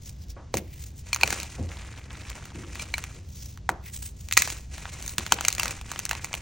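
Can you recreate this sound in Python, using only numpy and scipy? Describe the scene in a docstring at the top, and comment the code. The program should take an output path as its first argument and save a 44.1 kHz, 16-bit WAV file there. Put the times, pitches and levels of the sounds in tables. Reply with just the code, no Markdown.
"""A low room drone and soft powdery rubbing come first; then hands break and crumble blocks of gym chalk over a tub.
Blocks snap and ring as short sine tones in the cupped hands, with noise for the crack and a spray of crumbs.
Crumbs grind as clumped filtered clicks, chips tick as tiny sines, lumps thud as low noise in the chalk bed.
A close pair of microphone ports hears it in a quiet room, with echoes from tub, walls and room."""
import sys
import numpy as np
from scipy import signal
from scipy.fft import rfft, irfft, next_fast_len
from scipy.io import wavfile
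from scipy.ndimage import uniform_filter1d

SR = 44100
rng = np.random.default_rng(int(sys.argv[2]) if len(sys.argv) > 2 else 0)


def transcribe(signal):
    """Save signal, clipped to [-1, 1], as a 16-bit WAV file at the path in sys.argv[1]."""
    frames = np.atleast_2d(signal).T
    limited = np.clip(frames, -1, 1)
    pcm = np.round(limited * 32767).astype(np.int16)
    wavfile.write(sys.argv[1], SR, pcm)


N = 282681
TIME = np.arange(N) / SR

# spectrum of splitting chalk: frequency_hz, level_db (relative, per Hz)
CRACK_SPECTRUM = [(300, -26), (900, -22), (2400, 8.5), (3200, -4), (4200, 6), (5100, 1), (6500, 8.5),
                  (8500, 1.5), (15000, 3.5)]
# the fingers close on the crumbs: peak_s, grinding_db, hold_s, treble_db
# loose powder is dull, fresh shards are bright
SQUEEZES = [(1.078, -51.5, 0.12, 6.5), (1.207, -39.5, 0.1, 0), (1.315, -39, 0.0054, 8),
            (1.45, -50, 0.61, 6.5), (1.69, -46.5, 0.3, 1.5), (2.102, -47.5, 0.15, -2.5),
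            (2.267, -45.5, 0.16, 0), (2.54, -49.5, 0.26, 0), (2.756, -46.5, 0.041, 6.5),
            (2.94, -50.5, 0.13, 4), (4.384, -42, 0.054, 13), (4.739, -48, 0.092, 6.5),
            (4.924, -47.5, 0.085, 7), (5.194, -44, 0.06, 4.5), (5.31, -42, 0.18, 3),
            (5.592, -40, 0.051, 3.5), (5.863, -46.5, 0.061, 5), (6.087, -46.5, 0.13, 5.5),
            (6.313, -48, 0.089, 4.5)]


def from_db(db):
    """Decibels to gain."""
    return 10 ** (np.asarray(db) / 20)


def rms_one(x):
    """Scale to an rms of 1."""
    return x / np.sqrt(np.mean(x ** 2) + 1e-20)


def unit_blow(x):
    """Scale to the energy of one millisecond at rms 1."""
    return x / np.sqrt(np.sum(x ** 2) * 1000 / SR + 1e-20)


def dying(t, t60):
    """Envelope that falls 60 dB in t60 seconds."""
    return from_db(-60 * t / max(t60, 1e-4))


def add(track, s, sound):
    """Mix a sound into a track at a time in seconds."""
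    i = int(round(s * SR))
    track[i:i + len(sound)] += sound[:N - i]


def butter_filter(x, order, edge_hz, kind):
    """Run a sound through a causal Butterworth filter."""
    return signal.sosfilt(signal.butter(order, edge_hz, kind, fs=SR, output="sos"), x)


def colour(x, spectrum, size=4096):
    """Causal minimum-phase filter with the given spectrum and unit power gain for white noise."""
    hz, level_db = np.transpose(spectrum)
    grid = np.maximum(np.arange(size // 2 + 1) * SR / size, 1)
    grid_db = np.interp(np.log(grid), np.log(hz), level_db)
    # folding the cepstrum forward in time makes the response causal
    cepstrum = irfft(np.log(from_db(grid_db)))
    cepstrum[1:size // 2] *= 2
    cepstrum[size // 2 + 1:] = 0
    response = irfft(np.exp(rfft(cepstrum)))
    return signal.fftconvolve(x, response / np.sqrt(np.sum(response ** 2)))[:N]


def drift(per_s):
    """Random wandering with an rms of 1, through per_s new values a second."""
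    knots = rng.standard_normal(N // 40)
    return rms_one(np.interp(TIME * per_s, np.arange(len(knots)), knots))


def grains(per_s, spread_db, clump_db, own_db, count=9):
    """Tiny fractures come in clumps; each has its own size and its own strength in every band."""
    born = rng.random(N) < per_s / SR
    size_db = spread_db * np.minimum(rng.exponential(1, N), 4.5)
    sizes = from_db(size_db + clump_db * drift(190))
    clicks = born * sizes * rng.choice([-1, 1], N) + 1e-18
    edges_hz, out = np.geomspace(150, 17000, count + 1), 0
    for band in zip(edges_hz, edges_hz[1:]):
        own = from_db(own_db * rng.standard_normal(N)) * rng.choice([-1, 1], N)
        out = out + butter_filter(clicks * own, 2, band, "band")
    return rms_one(out)


def jerks(t, span_s, t60, count=4):
    """Envelope of a crack that advances in a few quick steps of uneven strength."""
    step = np.arange(count)
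    # the first step is at once, the others at random within their share of the span
    starts = span_s * (step + rng.random(count) * (step > 0)) / count
    sizes = from_db(rng.normal(0, 0.49, count) - 7 * starts / span_s)
    steps = [size * (t > start) * dying(np.abs(t - start), t60) for start, size in zip(starts, sizes)]
    return unit_blow(sum(steps))


def echoes(x, t60, delay_s, top_hz):
    """Dense reflections that start after a delay and die away, dulled by the walls."""
    t = np.arange(SR // 2) / SR
    tail = rng.standard_normal(len(t)) * dying(t, t60) * (t > delay_s)
    tail = butter_filter(tail / np.sqrt(np.sum(tail ** 2)), 1, top_hz, "low")
    return signal.fftconvolve(x, tail)[:N]


def hum(hum_db=-41, side_db=-64):
    """The room's low drone is alike at both ports; its faint airy part has opposite sign at each."""
    # quiet room: frequency_hz, level_db (relative, per Hz)
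    room_tone = [(25, -11.5), (35, -25.5), (49, 2), (72, 2), (125, -6.5), (330, -26.5), (1200, -43),
                 (6500, -42.5), (16000, -81)]
    drone = colour(rng.standard_normal(N), room_tone)
    air = colour(rng.standard_normal(N), [(500, -18.0), (16000, -66.0)])
    return from_db(hum_db) * drone + from_db(side_db) * air * [[1], [-1]]


def rubbing(pitch_db=7, pitch_q=3.2):
    """Powdery faces rub with a noise hiss that swells with each stroke and is lifted around its own pitch."""
    # powdery hisses, palms and fingers sliding, broken faces scraping:
    # middle_s, level_db, length_s (middle to -17 dB), pitch_hz
    strokes = [(0.075, -43.5, 0.064, 6400), (0.22, -54, 0.063, 5000), (0.303, -47, 0.033, 5500),
               (0.572, -30.5, 0.033, 2320), (0.74, -51, 0.17, 2300), (0.836, -46.5, 0.1, 6800),
               (0.988, -45.5, 0.042, 7040), (3.414, -42, 0.15, 6000), (3.871, -38.5, 0.041, 2060),
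               (3.953, -34, 0.038, 7700), (4.046, -35, 0.063, 8040), (4.233, -50.5, 0.1, 6800),
               (4.46, -41.5, 0.2, 6700), (5.086, -40, 0.09, 8800)]
    # powdery hiss: frequency_hz, level_db (relative, per Hz)
    rub_spectrum = [(1200, -13), (2200, -5), (9000, -5.5), (15000, 3.5)]
    flickering = rng.standard_normal(N) * from_db(4.0 * drift(200))
    hiss, out = colour(flickering, rub_spectrum), 0
    for s, level_db, length, hz in strokes:
        pitched = signal.lfilter(*signal.iirpeak(hz, pitch_q, fs=SR), hiss)
        stroke = rms_one(hiss + from_db(pitch_db) * pitched)
        swell = np.exp(-2 * ((TIME - s) / length) ** 2)
        out = out + from_db(level_db) * swell * stroke
    return out


def thuds(rise_share=0.0029, low_hz=64, tumble_db=-0.5):
    """The bed and tub take each lump with a dull, uneven noise rumble; long ones begin more softly."""
    # lumps and hands landing on the chalk bed: start_s, level_db, top_hz (upper edge), t60_s
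    falls = [(0.365, -43.5, 1150, 0.36), (0.543, -27.5, 470, 0.3), (1.237, -32, 575, 0.21),
             (1.579, -38, 635, 0.49), (1.593, -28.5, 270, 0.24), (2.549, -39, 357, 0.95),
             (3.14, -49.5, 382, 0.78), (3.693, -33.5, 1130, 0.32), (5.182, -32.5, 440, 0.12),
             (5.322, -33, 554, 0.21)]
    t, out = np.arange(SR // 2) / SR, np.zeros(N)
    for s, level_db, top_hz, t60 in falls:
        # keep the late half of the noise, when the filter has settled
        body = butter_filter(rng.standard_normal(SR), 3, [low_hz, top_hz], "band")[-len(t):]
        body = body * from_db(tumble_db * drift(87)[:len(t)])
        evened = body / np.sqrt(uniform_filter1d(body ** 2, size=1800))
        rise = 1 - np.exp(-t / (rise_share * t60))
        add(out, s, from_db(level_db) * evened * rise * dying(t, t60))
    return out


def tub_floor(start_s=1.592, hz=85, level_db=-12, rise_s=0.043, t60=0.22):
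    """A heavy fall of powder sets the tub's floor swinging in one round, low sine note."""
    t = np.maximum(TIME - start_s, 0)
    swell = (1 - np.exp(-t / rise_s)) * dying(t, t60)
    return from_db(level_db) * np.sin(2 * np.pi * hz * t) * swell


def grip_db(close_db_per_s=443.5, sag_db_per_s=11.5, release_s=0.2, rest_db=-80.0):
    """Each squeeze builds quickly, sags as crumbs give way, and lets go ever faster to a resting grip."""
    level_db = np.full(N, rest_db)
    for s, peak_db, hold, _ in SQUEEZES:
        t = TIME - s
        closing_db = close_db_per_s * np.maximum(-t, 0)
        sag_db = sag_db_per_s * np.clip(t, 0, hold)
        letting_go_db = 20 * (np.maximum(t - hold, 0) / release_s) ** 2   # 20 dB in release_s
        level_db = np.maximum(level_db, peak_db - (closing_db + sag_db + letting_go_db))
    return level_db


def grip_effort(squeeze_db):
    """Square root of the grinding gain, 1 under the hardest grip."""
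    return np.sqrt(from_db(squeeze_db - squeeze_db.max()))


def crumbling(squeeze_db, grit_db=-1, sharp_db=-10.0, catch_db=2.5, treble_edge_hz=2800):
    """Crumbs grind densely under the fingers, catching and giving way unevenly, with sharp ticks among them."""
    # grinding crumbs: frequency_hz, level_db (relative, per Hz)
    grit_spectrum = [(150, 11), (550, 1), (1400, 0), (2450, 4), (3200, -5), (4700, -7.5), (6500, -2),
                     (8500, -5.5), (15000, -20)]
    grit = colour(grains(per_s=5000, spread_db=1.0, clump_db=2.5, own_db=1.0), grit_spectrum)
    ticks = colour(grains(per_s=3600, spread_db=3.5, clump_db=4.5, own_db=-0.5), CRACK_SPECTRUM)
    mixture = from_db(grit_db) * grit + from_db(sharp_db) * ticks
    crumbs = from_db(squeeze_db + catch_db * drift(45)) * mixture
    # the treble gain glides from each squeeze to the next
    peaks_s, _, _, treble_db = np.transpose(SQUEEZES)
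    dull = signal.sosfiltfilt(signal.butter(2, treble_edge_hz, fs=SR, output="sos"), crumbs)
    return dull + from_db(np.interp(TIME, peaks_s, treble_db)) * (crumbs - dull)


def crunches(squeeze_db, low_hz=700, high_hz=2600, cave_s=0.003, step_t60=0.0026,
             fragments_s=0.016, fragments_db=-10):
    """Clumps cave in without ringing, faster under a light grip; their fragments grind on a little longer."""
    # clumps giving way: start_s, body_db, crack_db (energy per millisecond)
    clumps = [(0.5534, -36, -27.5), (0.5708, -28, -14.5), (1.146, -35, -15.5), (1.161, -22.5, -20),
              (1.2762, -21.5, -18.5), (1.3044, -25, -16), (1.3265, -20.5, -14.5), (1.4005, -51, -22),
              (1.431, -39, -22.5), (1.717, -33, -47), (2.3, -36, -27), (2.4547, -39.5, -34.5),
              (2.755, -29.5, -32), (2.981, -24, -19), (3.0391, -29, -25), (3.5747, -38, -37.5),
              (4.2868, -41, -27.5), (4.3118, -28, -23.5), (4.4208, -23.5, -8), (4.475, -23, -21.5),
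              (4.501, -29.5, -19), (4.7799, -32, -33), (4.8546, -26, -47), (5.025, -60, -27.5),
              (5.0625, -38, -25.5), (5.0784, -36, -21.5), (5.094, -57, -24.5), (5.182, -17, -10.5),
              (5.2644, -24.5, -24), (5.3872, -23, -46), (5.409, -20.5, -18.5), (5.503, -41, -23),
              (5.5268, -46, -16.5), (5.55, -39, -21.5), (5.582, -24.5, -21.5), (5.6321, -21, -14.5),
              (5.6565, -20.5, -19.5), (5.68, -63, -19), (5.7081, -51, -21.5), (5.8129, -33, -29.5),
              (5.9162, -24, -21), (5.9603, -27, -39), (5.9914, -29, -16.5), (6.0527, -35, -16),
              (6.0625, -31, -34), (6.0929, -38, -18), (6.111, -16, -16.5), (6.1307, -24, -25),
              (6.1513, -28, -31), (6.245, -27.5, -18.5), (6.33, -32, -23), (6.34, -20, -21),
              (6.3505, -42, -24.5)]
    t = np.arange(SR // 20) / SR
    bodies, cracks = np.zeros((2, N))
    effort = grip_effort(squeeze_db)
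    for s, dull_db, sharp_db in clumps:
        # cave_s is the span under the hardest grip
        caving = jerks(t, cave_s * np.interp(s, TIME, effort), step_t60)
        fragments = from_db(fragments_db) * jerks(t, fragments_s, step_t60)
        dull, sharp = (caving + fragments) * rng.standard_normal((2, len(t)))
        muffled = butter_filter(dull, 2, [low_hz, high_hz], "band")
        add(bodies, s, from_db(dull_db) * unit_blow(muffled))
        add(cracks, s, from_db(sharp_db) * unit_blow(sharp))
    return bodies + colour(cracks, CRACK_SPECTRUM)


def chips(squeeze_db, per_s=420, chip_db=0, size_spread_db=5, middle_hz=2100, spread_octaves=1.0, cycles=7):
    """Chips break off at random, each a sine tick at its own pitch; a harder squeeze gives more and louder ones."""
    t, out = np.arange(SR // 50) / SR, np.zeros(N)
    # per_s is the rate under the hardest grip
    born = rng.random(N) < per_s / SR * grip_effort(squeeze_db)
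    size, pitch = np.clip(rng.standard_normal((2, N)), -2, 2)
    for i in np.flatnonzero(born):
        hz = middle_hz * 2 ** (spread_octaves * pitch[i])
        tick = unit_blow(np.sin(2 * np.pi * hz * t) * dying(t, cycles / hz))
        level_db = squeeze_db[i] + chip_db + size_spread_db * size[i]
        add(out, i / SR, (-1) ** i * from_db(level_db) * tick)
    return out


def hand_hollow(t):
    """The air in the cupped hands rings in a few short modes, retuned at random with the grip of each break."""
    # hollow of the cupped hands: pitch_hz, level_db, t60_s
    hollow_modes = [(1096, 1, 0.008), (1560, 0.5, 0.0046), (2314, 6, 0.0061)]
    out = 0
    for hz, level_db, t60 in hollow_modes:
        gain = from_db(level_db + rng.normal(0, 1.1))
        turns = hz * np.exp(rng.normal(0, 0.14)) * t + rng.random()
        out = out + gain * np.sin(2 * np.pi * turns) * dying(t, t60)
    return out


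def snaps(span_s=0.0025, step_t60=0.0017, rise_s=0.00022, hollow_db=-4.0, hollow_low_hz=560,
          overtone=1.76, overtone_db=-7, debris_db=-10, debris_t60=0.088, start_sharp=0.55, settle_cycles=1.0):
    """A crack runs through the block; the piece and the hands' hollow ring, and crumbs spray."""
    # a solid piece splits: start_s, ring_db, ring_hz, ring_t60_s, crack_db (levels: energy per millisecond)
    breaks = [(0.5406, -14, 416, 0.011, -18.5), (1.1303, -13, 2390, 0.016, -16),
              (1.211, -18.5, 2500, 0.025, -21), (1.233, -8, 2340, 0.014, -16.5),
              (1.2335, -9.5, 790, 0.0075, -13), (2.796, -24.5, 2340, 0.056, -31),
              (2.9396, -14.5, 2280, 0.031, -23.5), (3.6909, -10.5, 760, 0.0075, -18.5),
              (4.3243, -24, 3040, 0.0055, -11), (4.3695, -11.5, 2350, 0.0082, -11),
              (4.374, -5.5, 2390, 0.0077, 2.5), (5.3214, -8, 803, 0.0059, -4.5),
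              (5.4496, -20, 2340, 0.0043, -13.5), (5.4826, -28.5, 930, 0.0074, -5),
              (5.5967, -18.5, 2700, 0.048, -13.5)]
    t = np.arange(SR // 10) / SR
    rings, cracks, spray = np.zeros((3, N))
    opening = 1 - np.exp(-(t / rise_s) ** 2)
    for s, ring_db, hz, t60, crack_db in breaks:
        # the ring starts sharp by this share of its pitch and falls to it in a cycle or two
        settled = 1 - np.exp(-hz * t / settle_cycles)
        gliding_hz = hz * (1 + start_sharp * (1 - settled))
        phase = 2 * np.pi * np.cumsum(gliding_hz) / SR
        tones = np.sin(phase) + from_db(overtone_db) * np.sin(overtone * phase)
        add(rings, s, from_db(ring_db) * unit_blow(settled ** 2 * tones * dying(t, t60)))
        hollow = butter_filter(opening * hand_hollow(t), 2, hollow_low_hz, "high")
        add(rings, s, from_db((crack_db + ring_db) / 2 + hollow_db) * unit_blow(hollow))
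        tearing = opening * jerks(t, span_s, step_t60) * rng.standard_normal(len(t))
        add(cracks, s, from_db(crack_db) * unit_blow(tearing))
        add(spray, s, from_db(crack_db + debris_db) * unit_blow(opening * dying(t, debris_t60)))
    debris = spray * grains(per_s=3500, spread_db=-5.0, clump_db=5.0, own_db=-0.5)
    return rings + colour(cracks + debris, CRACK_SPECTRUM)


def scene(tub_db=-15, wall_db=-17, room_db=-22, scatter_db=0.6):
    """Tub floor echoes alike at both ports, side walls with opposite sign, the room faintly and later."""
    squeeze_db = grip_db()
    fine = crumbling(squeeze_db) + rubbing() + crunches(squeeze_db) + chips(squeeze_db)
    blows = snaps() + thuds() + tub_floor()
    chalk = fine + blows
    # the fine sounds waver quickly a little to the left and right
    direct = blows + fine * from_db(scatter_db * drift(570) * [[1], [-1]])
    tub = echoes(chalk, t60=0.03, delay_s=0.004, top_hz=7150)
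    walls = echoes(chalk, t60=0.014, delay_s=0.00098, top_hz=5730) * [[1], [-1]]
    room = np.array([echoes(chalk, t60=0.38, delay_s=0.022, top_hz=4000) for port in range(2)])
    reflected = from_db(tub_db) * tub + from_db(wall_db) * walls + from_db(room_db) * room
    return direct + reflected + hum()


def record(dry):
    """The two ports part in phase toward the treble; peaks beyond full scale clip and the top is cut."""
    # phase by which the left port leads: frequency_hz, lead_rad
    port_phase = [(0, 0), (4900, 0), (10800, 2.95), (16000, 4.2)]
    size = next_fast_len(N + SR // 10)
    hz = np.arange(size // 2 + 1) * SR / size
    lead = np.interp(hz, *np.transpose(port_phase))
    # half the lead goes to each port
    ports = irfft(rfft(dry, size) * np.exp(.5j * lead * [[1], [-1]]), size)[:, :N]
    top_cut = signal.ellip(10, .2, 80, 16200, fs=SR, output="sos")   # ripple dB, stop dB, edge Hz
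    return signal.sosfilt(top_cut, np.clip(ports, -1, 1))


dry = scene()
out = record(dry)
transcribe(out)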